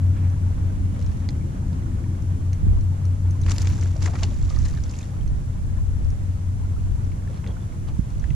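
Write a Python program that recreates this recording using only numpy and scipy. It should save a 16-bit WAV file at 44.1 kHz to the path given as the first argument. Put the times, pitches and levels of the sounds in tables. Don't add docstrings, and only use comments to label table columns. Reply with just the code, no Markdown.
import sys
import numpy as np
from scipy import signal
from scipy.fft import rfft, irfft, next_fast_len
from scipy.io import wavfile
from scipy.ndimage import uniform_filter1d

SR = 44100
rng = np.random.default_rng(int(sys.argv[2]) if len(sys.argv) > 2 else 0)


def generate_wav(signal):
    frames = np.transpose(np.atleast_2d(signal))
    scaled = np.clip(frames, -1, 1) * 32767
    pcm = np.round(scaled).astype(np.int16)
    wavfile.write(sys.argv[1], SR, pcm)


N = 368228
CUTOFF_HZ = 15000

# (frequency [Hz], correlation [-1..1])
FAR_CORRELATION = [(30, 1), (120, 1), (300, 0.89), (480, -0.037), (750, -0.51), (1200, -0.61),
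                   (2000, -0.061), (4000, 0.45), (5000, -0.16), (6200, -0.32), (9000, -0.048)]
NEAR_CORRELATION = [(300, 1), (700, 0.33), (1800, 0.63), (3000, 0.62), (4000, 1), (5500, 0.45),
                    (7400, 0.17), (8500, -0.1), (14000, -0.07)]
# (frequency [Hz], relative level [dB])
HISS_SPECTRUM = [(1500, -0.5), (4000, -2), (5000, 0), (6100, 3), (7600, 3), (8200, -2), (9800, -0.5),
                 (11000, -5), (13000, -9.5), (15000, -22)]
SPLASH_SPECTRUM = [(150, -19), (450, 10.5), (700, 8), (1100, 7.5), (1500, 0.5), (1900, 4), (3000, -0.5),
                   (4200, 0.5), (5900, 3.5), (7400, 5), (8200, -8.5), (9500, -3.5), (11500, -18),
                   (15000, -31)]
# (time [s], level [dB], frequency [Hz], decay [s])
SLAPS = [(3.464, -33.5, 2150, 0.0022), (3.488, -37, 1600, 0.018), (3.497, -31, 5500, .002),
         (3.509, -31, 6300, 0.005), (3.511, -33.5, 1300, 0.008), (3.518, -24, 5170, 0.0018),
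         (3.583, -25, 4670, 0.0015), (3.619, -33, 6000, 0.0042), (3.628, -42, 2280, 0.0028),
         (3.655, -41, 2100, 0.0062), (3.672, -30.5, 2850, 0.0019), (3.701, -39, 2300, 0.004),
         (3.827, -38.5, 1880, 0.0034), (3.835, -38, 6500, 0.0017), (3.966, -42.5, 5500, 0.0028),
         (4.025, -32.5, 3970, 0.0037), (4.045, -41, 4800, 0.0072), (4.060, -27.5, 1650, 0.0021),
         (4.061, -34.5, 6600, 0.0074), (4.076, -32, 900, 0.0087), (4.138, -38.5, 895, 0.013),
         (4.156, -34.5, 1510, 0.0066), (4.188, -43, 2210, .005), (4.229, -30.5, 760, 0.0072),
         (4.234, -25.5, 3600, 0.0043), (4.249, -41, 4900, .002), (4.502, -41, 4510, 0.0046),
         (4.655, -39.5, 4370, 0.01), (4.685, -43, 5950, 0.0052)]
# (time [s], relative level [dB], half length [s])
SHOWERS = [(3.615, -51.5, 0.18), (3.775, -53.5, 0.18), (4.037, -46.5, 0.03), (4.21, -50.5, 0.026),
           (4.598, -55, 0.24), (4.979, -57.5, 0.14)]


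def from_db(db):
    return 10 ** (np.asarray(db) / 20)


def rms_one(x):
    return x / np.sqrt(np.mean(x ** 2) + 1e-20)


def in_time(points):
    return np.interp(np.arange(N) / SR, *np.transpose(points))


def at_hz(points, hz):
    known_hz, values = np.transpose(points)
    return np.interp(np.log(hz + 1), np.log(known_hz), values)


def pan(db):
    return from_db([[db / 2], [-db / 2]])


def add(out, s, sound):
    start = int(np.clip(s * SR, 0, N - 1))
    out[:, start:start + sound.shape[-1]] += sound[:, :N - start]


def swell(s, db, half_s):
    return from_db(db) * np.exp(-((np.arange(N) / SR - s) / half_s) ** 2)


def swells(rows):
    return np.sqrt(sum(swell(*row) ** 2 for row in rows))


def drift(rate_hz):
    step = 40
    pole = np.exp(-2 * np.pi * rate_hz * step / SR)
    slow = signal.lfilter([1], [1, -2 * pole, pole * pole], rng.standard_normal(2 * N // step))
    settled = rms_one(slow[-(N // step + 2):])
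    return np.interp(np.arange(N) / step, np.arange(len(settled)), settled)


def noise(spectrum, correlation=None, balance=None):
    size = next_fast_len(N)
    hz = np.arange(size // 2 + 1) * SR / size
    alike = np.clip(at_hz(correlation, hz), -1, 1) if correlation else 0
    lean_db = at_hz(balance, hz) * [[.5], [-.5]] if balance else 0
    mid, side = rfft(rng.standard_normal((2, size)))
    pair = np.sqrt(1 + alike) * mid + np.sqrt(1 - alike) * side * [[1], [-1]]
    return rms_one(irfft(pair * from_db(at_hz(spectrum, hz) + lean_db), size)[:, :N])


def resonate(x, hz, width_hz):
    r = np.exp(-np.pi * width_hz / SR)
    feedback = [1, -2 * r * np.cos(2 * np.pi * hz / SR), r * r]
    return signal.lfilter(np.array([1, 0, -1]) * (1 - r * r) / 2, feedback, x)


def bursts(rows, source, spread, rise_share=.45):
    out, t = np.zeros((2, N)), np.arange(-SR // 20, SR // 5) / SR
    for k, (s, db, hz, decay) in enumerate(rows):
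        edges_hz = [hz / (1 + spread), min(hz * (1 + spread), CUTOFF_HZ)]
        band = signal.butter(1, edges_hz, "band", fs=SR, output="sos")
        stretch = source.take(k * len(t) + np.arange(len(t)), axis=1, mode="wrap")
        envelope = np.exp(np.minimum(t / rise_share, -t) / decay)
        add(out, s + t[0], from_db(db) * rms_one(signal.sosfilt(band, stretch)) * envelope)
    return out


def patter(per_s, spread_db, decay_s):
    sizes = from_db(spread_db * np.minimum(rng.exponential(1, N), 4))
    impacts = sizes * (rng.random(N) < per_s / SR)
    power = signal.lfilter([1], [1, -np.exp(-2 / (decay_s * SR))], impacts ** 2 + 1e-18)
    return rms_one(uniform_filter1d(np.sqrt(power), size=14))


def bubbles(rows, cycles, glide):
    out, t = np.zeros((2, N)), np.arange(SR // 10) / SR
    for (s, db, hz), (lean, phase) in zip(rows, rng.standard_normal((len(rows), 2))):
        age = hz * t / cycles
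        turns = hz * np.cumsum(1 + glide * np.minimum(age, 2)) / SR
        envelope = (1 - np.exp(-2 * hz * t)) ** 2 * np.exp(-age)
        add(out, s, from_db(db) * pan(2 * lean) * envelope * np.sin(2 * np.pi * turns + [[0], [phase]]))
    return out


def struck(blows, modes, spread_db=2.5, scrape_db=-25.5, scrape_s=.0054):
    out, t = np.zeros((2, N)), np.arange(SR // 10) / SR
    hz, mode_db, t60 = np.transpose(modes)
    rings = np.sin(2 * np.pi * np.outer(hz, t)) * np.exp(-np.log(1000) * np.outer(1 / t60, t))
    signs = (-1) ** np.arange(len(modes))
    for s, db, contact_hz in blows:
        contact = 1 / np.hypot(1, (hz / contact_hz) ** 2)
        strengths = contact * from_db(db + mode_db + spread_db * rng.standard_normal((2, len(modes))))
        scrape = from_db(scrape_db) * rng.standard_normal(len(t)) * np.exp(-t / scrape_s)
        force = 0.91 * (t == 0) + scrape
        add(out, s, signal.fftconvolve((signs * strengths) @ rings, force[None], axes=1))
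    return out


def harbour():
    # (frequency [Hz], relative level [dB])
    rumble_spectrum = [(15, -91), (35, 1.5), (60, -1.5), (100, 0.5), (140, -2), (200, -12), (260, -21),
                       (400, -43.5), (2000, -100)]
    growl_spectrum = [(90, -47), (185, 3.5), (230, 0), (290, -2), (340, -2.5), (372, -11), (420, -14),
                      (600, -23), (2000, -91)]
    # (time [s], level [dB])
    rumble_level = [(0, -34.5), (1.7, -28.5), (3.6, -35.5), (5.3, -30), (6.2, -34.5), (8.35, -29)]
    growl_level = [(0, -47), (1.8, -39.5), (2.3, -46), (3.3, -49), (4.1, -41), (4.7, -51), (5.4, -47.5),
                   (6.7, -52), (8.35, -46)]
    rumble = from_db(in_time(rumble_level)) * noise(rumble_spectrum, FAR_CORRELATION)
    growl = from_db(in_time(growl_level) + 2.55 * drift(1.6)) * noise(growl_spectrum, FAR_CORRELATION)
    return rumble * pan(1.9) + growl * pan(3.4)


def wash():
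    # (frequency [Hz], relative level [dB])
    air_spectrum = [(150, 4.5), (380, 3), (550, 1.5), (1000, -1.5), (1500, -7), (2200, -14), (3500, -20.5),
                    (6000, -37), (15000, -57)]
    # (time [s], level [dB])
    wash_level = [(0, -44), (1.5, -45), (8.35, -46.5)]
    air = noise(air_spectrum, FAR_CORRELATION)
    return air * from_db(in_time(wash_level) + drift(16.6)) * pan(-1.6)


def microphone_hiss():
    # (frequency [Hz], left minus right [dB])
    hiss_balance = [(4000, 0), (6000, 0.5), (8700, -5.5), (10000, -2), (11500, -.7)]
    return from_db(-56.5) * noise(HISS_SPECTRUM, FAR_CORRELATION, hiss_balance)


def ships(fastest_hz=92.8, in_step_s=3.28, drone_share=.85):
    # (offset below the fastest [Hz], relative level [dB])
    engine_tones = [(0, -28.8), (0.305, -27.6), (5.3, -27.7)]
    # (frequency [Hz], relative level [dB])
    drone_tones = [(19.6, -41), (29.5, -40), (49, -45), (59.6, -37.5), (68.6, -44), (75.5, -41),
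                   (78.5, -44), (114.1, -41), (119.5, -43), (131.4, -44), (139.4, -46), (148.4, -43.5),
                   (158.5, -48), (173.6, -48), (185.4, -46), (214.3, -49), (239.4, -56), (250, -56),
                   (263, -53), (277.8, -52), (306.5, -61)]
    # (time [s], gain [dB])
    transmission = [(0, 3), (.8, -1.5), (1.6, -1.5), (3.8, 1), (5.5, -6), (6.5, -3.5), (7.1, -5.5),
                    (7.6, -11), (8.35, -26)]
    t = np.arange(N) / SR
    waver = 0.33 * drift(0.47)
    firing = sum(from_db(db) * np.sin(2 * np.pi * (fastest_hz - below_hz) * (t - in_step_s) + waver)
                 for below_hz, db in engine_tones)
    carry_db = in_time(transmission)
    out = from_db(carry_db) * firing * pan(2.5)
    for hz, db in drone_tones:
        phase = 2 * np.pi * (hz * t + rng.random()) + drift(0.26)
        level_db = db + 1 + drone_share * carry_db + 2 * drift(0.76)
        out += from_db(level_db) * np.sin(phase + [[0], [.45]]) * pan(2)
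    return np.sqrt(2) * out


def breeze(calm_db=-44):
    # (time [s], relative level [dB], half length [s], left minus right [dB])
    gust_crests = [(.85, -33, 0.45, -4), (2.727, -22.5, 0.12, 6), (3.78, -34.5, 0.91, -5),
                   (4.553, -25.5, 0.26, -6.5), (5.365, -28, 0.15, -1), (5.946, -26.5, 0.33, -0.5),
                   (6.854, -32, 0.4, 2.5), (8.195, -30.5, 0.43, -9.5)]
    # (frequency [Hz], relative level [dB])
    wind_spectrum = [(10, 3.5), (22, 3), (45, 10.5), (70, 9), (120, -4.5), (200, -17.5), (350, -26),
                     (1500, -100)]
    # (time [s], peak level [dB], frequency [Hz], length [s], left minus right [dB])
    thud_pulses = [(2.67, -15.5, 127, 0.0029, 16), (7.9945, -17, 137, 0.0033, -28.5),
                   (8.311, -22, 129, 0.006, -23)]
    gust_power = sum((swell(s, db, half_s) * pan(lean_db)) ** 2 for s, db, half_s, lean_db in gust_crests)
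    force = np.sqrt(from_db(calm_db) ** 2 + gust_power)
    eddies_db = 2.5 * np.array([drift(4) for port in range(2)])
    out = force * from_db(5.5 + eddies_db) * noise(wind_spectrum)
    t = np.arange(-SR // 10, SR // 10) / SR
    for s, db, hz, length, lean_db in thud_pulses:
        pulse = np.cos(2 * np.pi * hz * t) / np.cosh(2 * t / length)
        add(out, s + t[0], from_db(db) * pan(lean_db) * pulse)
    return out


def lapping(count=110):
    # (time [s], level [dB], frequency [Hz])
    plips = [(.333, -43, 1270), (.463, -44, 850), (.858, -49, 2130), (.962, -46, 2030), (1.411, -44, 2220),
             (1.621, -43, 895), (1.824, -44, 1960), (1.865, -45, 1420), (2.060, -44, 943),
             (2.547, -50, 2030), (2.773, -45, 1060), (6.763, -46, 1290), (6.870, -44, 1090),
             (7.724, -47, 2140)]
    # (time [s], level [dB], frequency [Hz], decay [s])
    sloshes = [(.172, -46.5, 1500, .014), (.255, -56, 1900, 0.025), (.582, -48, 1000, 0.014),
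               (1.0, -46, 520, 0.033), (7.305, -40.5, 430, 0.017), (7.445, -43.5, 850, 0.0096),
               (7.493, -41.5, 524, 0.031), (7.495, -48.5, 1010, 0.032), (7.895, -50, 870, 0.043)]
    faint = [(when * N / SR, -52 + 9 * size - 6 * pitch, 700 * 3.6 ** pitch)
             for when, size, pitch in rng.random((count, 3))]
    out = bubbles(faint, cycles=9, glide=.04)
    water = noise([(150, -4), (450, 5), (1100, -9), (3000, -11), (12000, -52.5)], NEAR_CORRELATION)
    out += bubbles(plips, cycles=8, glide=.04)
    return out + bursts(sloshes, water, spread=.18, rise_share=.98)


def knocks_and_clicks():
    # (time [s], relative level [dB], contact cutoff [Hz])
    rod_knocks = [(1.0235, -47, 7000), (1.289, -29, 7000), (1.730, -46, 9000), (7.374, -43, 4500),
                  (7.474, -37, 6960)]
    dull_knocks = [(7.442, -36.5, 1700), (7.464, -40, 4000), (8.241, -40, 1500), (8.305, -41, 6000)]
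    reel_clicks = [(0.300, -38, 5000), (1.063, -39, 9000), (2.531, -27, 4600), (2.810, -38, 5000),
                   (3.053, -38.5, 14000), (3.308, -37, 14000), (3.415, -37, 14000), (5.277, -37, 5000),
                   (6.104, -39, 12000), (8.197, -39.5, 5000)]
    # (frequency [Hz], relative level [dB], time to fall 60 dB [s])
    rod_modes = [(850, -11, 0.017), (1380, -14, 0.0071), (2030, -7.5, 0.01), (2390, -10, 0.017),
                 (3600, -2.5, 0.0079), (4200, -0.5, 0.014), (4700, -1, 0.006), (5400, -7.5, 0.016),
                 (6400, -9, 0.021)]
    dull_modes = [(1400, -6, .014), (2000, 1, 0.019), (2650, 2.5, 0.0063), (3280, 3, 0.006),
                  (6200, 0, .008)]
    reel_modes = [(2150, -9, 0.0035), (3150, -19, 0.0046), (4190, -14, 0.018), (5500, -2.5, 0.005),
                  (5950, -7, 0.017), (6360, -7.5, 0.026), (7600, -14, .005), (9640, -9.5, 0.013)]
    return struck(rod_knocks, rod_modes) + struck(dull_knocks, dull_modes) + struck(reel_clicks, reel_modes)


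def line_snaps(decay_s=.0028):
    # (time [s], level [dB], frequency [Hz])
    snap_events = [(.992, -48, 4000), (1.003, -50, 5400), (1.014, -43, 2400), (1.025, -46, 4500),
                   (1.045, -52, 2900), (1.116, -51, 4600), (1.131, -51, 5100), (1.172, -49, 5300),
                   (1.203, -48, 2500), (1.306, -46, 5000), (2.223, -50, 7000), (2.406, -53, 6000),
                   (2.461, -53, 6400), (6.046, -48, 4300), (7.045, -51, 5500), (7.300, -51, 2300),
                   (7.344, -51, 2800), (8.104, -51, 4650)]
    rows = [(s, db, hz, decay_s) for s, db, hz in snap_events]
    return bursts(rows, noise(HISS_SPECTRUM, NEAR_CORRELATION), spread=.4, rise_share=.2)


def clinks(mean_hz=3360, scatter=.035, decay_s=.0041):
    # (time [s], peak level [dB])
    clink_events = [(7.474, -45), (7.486, -46), (7.507, -47), (7.516, -51), (7.607, -51), (7.624, -50)]
    out, t = np.zeros((2, N)), np.arange(SR // 10) / SR
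    for s, db in clink_events:
        hz = mean_hz * (1 + scatter * rng.standard_normal())
        add(out, s, from_db(db) * pan(-1) * np.sin(2 * np.pi * hz * t) * np.exp(-t / decay_s))
    return out


def swishes():
    # (time [s], level [dB], half length [s])
    swish_events = [(.18, -57, 0.06), (1.05, -57.5, 0.21), (7.35, -57.5, 0.062), (7.48, -68, 0.036),
                    (7.89, -51, 0.017), (8.22, -60.5, 0.33)]
    # (frequency [Hz], relative level [dB])
    swish_spectrum = [(100, -20.5), (330, -27), (520, -15), (700, -4), (1000, 6), (2000, -7), (2800, -3),
                      (3400, -5.5), (4200, -8), (6500, -12), (9000, -22), (15000, -40)]
    grains = patter(per_s=800, spread_db=2.8, decay_s=.002)
    return swells(swish_events) * grains * noise(swish_spectrum, NEAR_CORRELATION)


def falling_water(spray_db=-27.5, fade_s=.12):
    t = np.arange(N) / SR
    spray_power = sum(((t > s) * from_db(db + spray_db) * np.exp(-abs(t - s) / fade_s)) ** 2
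                      for s, db, _, _ in SLAPS)
    return np.sqrt(spray_power + swells(SHOWERS) ** 2)


def mist():
    # (time [s], level [dB], frequency [Hz], decay [s])
    mist_puffs = [(3.515, -49, 10000, .009), (3.548, -55, 9500, .02), (3.584, -49, 13000, .004),
                  (3.622, -50, 11500, .008), (3.695, -55, 12000, .02), (4.061, -59, 9500, .008),
                  (4.235, -57, 10500, .005), (4.66, -59, 9000, .045)]
    # (frequency [Hz], relative level [dB])
    mist_spectrum = [(3000, -30), (9000, 0), (11500, -5), (14000, -3), (15000, -10)]
    return bursts(mist_puffs, noise(mist_spectrum), spread=.3)


def drops(water, smack_db=-10):
    # (time [s], relative level [dB], frequency [Hz])
    small_bubbles = [(3.4353, -40, 3780), (3.8105, -31, 6000), (4.290, -46, 4510), (4.308, -41, 3350),
                     (4.342, -38, 6700), (4.425, -44, 4360), (4.426, -37, 7130), (4.447, -45, 3600),
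                     (4.451, -41, 5550), (4.495, -36, 5260), (4.547, -43, 3800), (4.561, -36, 4500),
                     (4.588, -34, 5770), (4.619, -38, 5800), (4.638, -37, 6600), (4.736, -39, 4500),
                     (4.774, -38.5, 4100), (4.803, -43, 4400), (4.837, -30.5, 5600), (4.859, -43, 3350),
                     (4.895, -35, 4700), (4.911, -42.5, 5340), (4.9106, -33.5, 6900), (4.938, -37, 2620),
                     (4.953, -43, 4560), (4.966, -37, 6950), (4.988, -30.5, 6850), (5.008, -40, 2460),
                     (5.012, -40, 6900), (5.029, -38.5, 3500), (5.054, -44, 5500), (5.209, -43.5, 3070)]
    large_bubbles = [(3.858, -37, 1580), (3.96, -32.5, 600), (4.098, -37, 640), (4.118, -34, 850),
                     (4.137, -40, 1000), (4.222, -33, 656), (4.315, -39, 564), (4.506, -32, 1160),
                     (4.527, -44, 1950), (4.562, -40, 1840), (4.570, -37, 1170), (4.601, -43, 1770),
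                     (4.661, -34, 1664), (4.689, -40, 1800), (4.738, -43, 1130), (4.762, -44, 1650),
                     (4.774, -37, 1680), (4.785, -40, 1530), (4.833, -45, 480), (5.038, -41, 1870),
                     (5.134, -42, 990), (7.118, -40, 2180), (7.275, -41.5, 1650), (7.567, -39, 1410),
                     (8.24, -33, 1650)]
    impacts = [(s + .001, db + smack_db, hz, .004) for s, db, hz in small_bubbles + large_bubbles]
    smacks = bursts(impacts, water, spread=.4, rise_share=.2)
    drips = from_db(-3) * bubbles(small_bubbles, cycles=11, glide=.03)
    return smacks + drips + bubbles(large_bubbles, cycles=5.3, glide=.047)


def fizz(flow, per_s=205, spread_db=9):
    start, end = SLAPS[0][0], SHOWERS[-1][0] + 2 * SHOWERS[-1][2]
    when, size, pitch = rng.random((int(per_s * (end - start)), 3)).T
    times = start + when * (end - start)
    flow_db = 20 * np.log10(flow[(times * SR).astype(int)] + 1e-9)
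    rows = list(zip(times, flow_db + 1 + spread_db * size, 7500 / 9 ** pitch))
    return bubbles(rows, cycles=7, glide=.05)


def churn(count=8, spread_db=12):
    rows = [(s + decay * (2 * when - .5), db - 2 - spread_db * weak, min(hz * 2 ** (1.1 * pitch - .5), 7500))
            for s, db, hz, decay in SLAPS for when, weak, pitch in rng.random((count, 3))]
    return bubbles(rows, cycles=4.5, glide=.06)


def gulps(deep_below_hz=2300, relative_db=-9.5, gulp_hz=357, decay_s=.023):
    rows = [(s, db + relative_db, gulp_hz, decay_s) for s, db, hz, _ in SLAPS if hz < deep_below_hz]
    water = noise([(150, -20), (300, 0), (450, 0), (900, -20), (3000, -60)], NEAR_CORRELATION)
    return bursts(rows, water, spread=.3, rise_share=.4)


def splash():
    water = noise(SPLASH_SPECTRUM, NEAR_CORRELATION)
    slaps = bursts(SLAPS, water, spread=.65) * pan(.6)
    flow = falling_water()
    grains = patter(per_s=1700, spread_db=3.4, decay_s=.001)
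    spray = from_db(5.5) * flow * grains * noise(SPLASH_SPECTRUM, NEAR_CORRELATION) * pan(-.72)
    return slaps + spray + mist() + drops(water) + fizz(flow) + churn() + gulps()


def scene():
    background = ships() + harbour() + wash() + microphone_hiss() + breeze() + lapping()
    nearby = knocks_and_clicks() + line_snaps() + clinks() + swishes()
    return background + nearby + splash()


def record(dry):
    # (frequency [Hz], bandwidth [Hz], gain [dB])
    housing_modes = [(1960, 120, -36), (2240, 110, -16), (2870, 53, -15), (3600, 56, -21), (4420, 54, -14),
                     (5790, 120, -7.5), (6300, 24, -13)]
    boxed = dry + sum(from_db(db) * resonate(dry, hz, width) for hz, width, db in housing_modes)
    return signal.sosfilt(signal.ellip(10, .1, 80, CUTOFF_HZ, fs=SR, output="sos"), boxed)


dry = scene()
out = record(dry)
generate_wav(out)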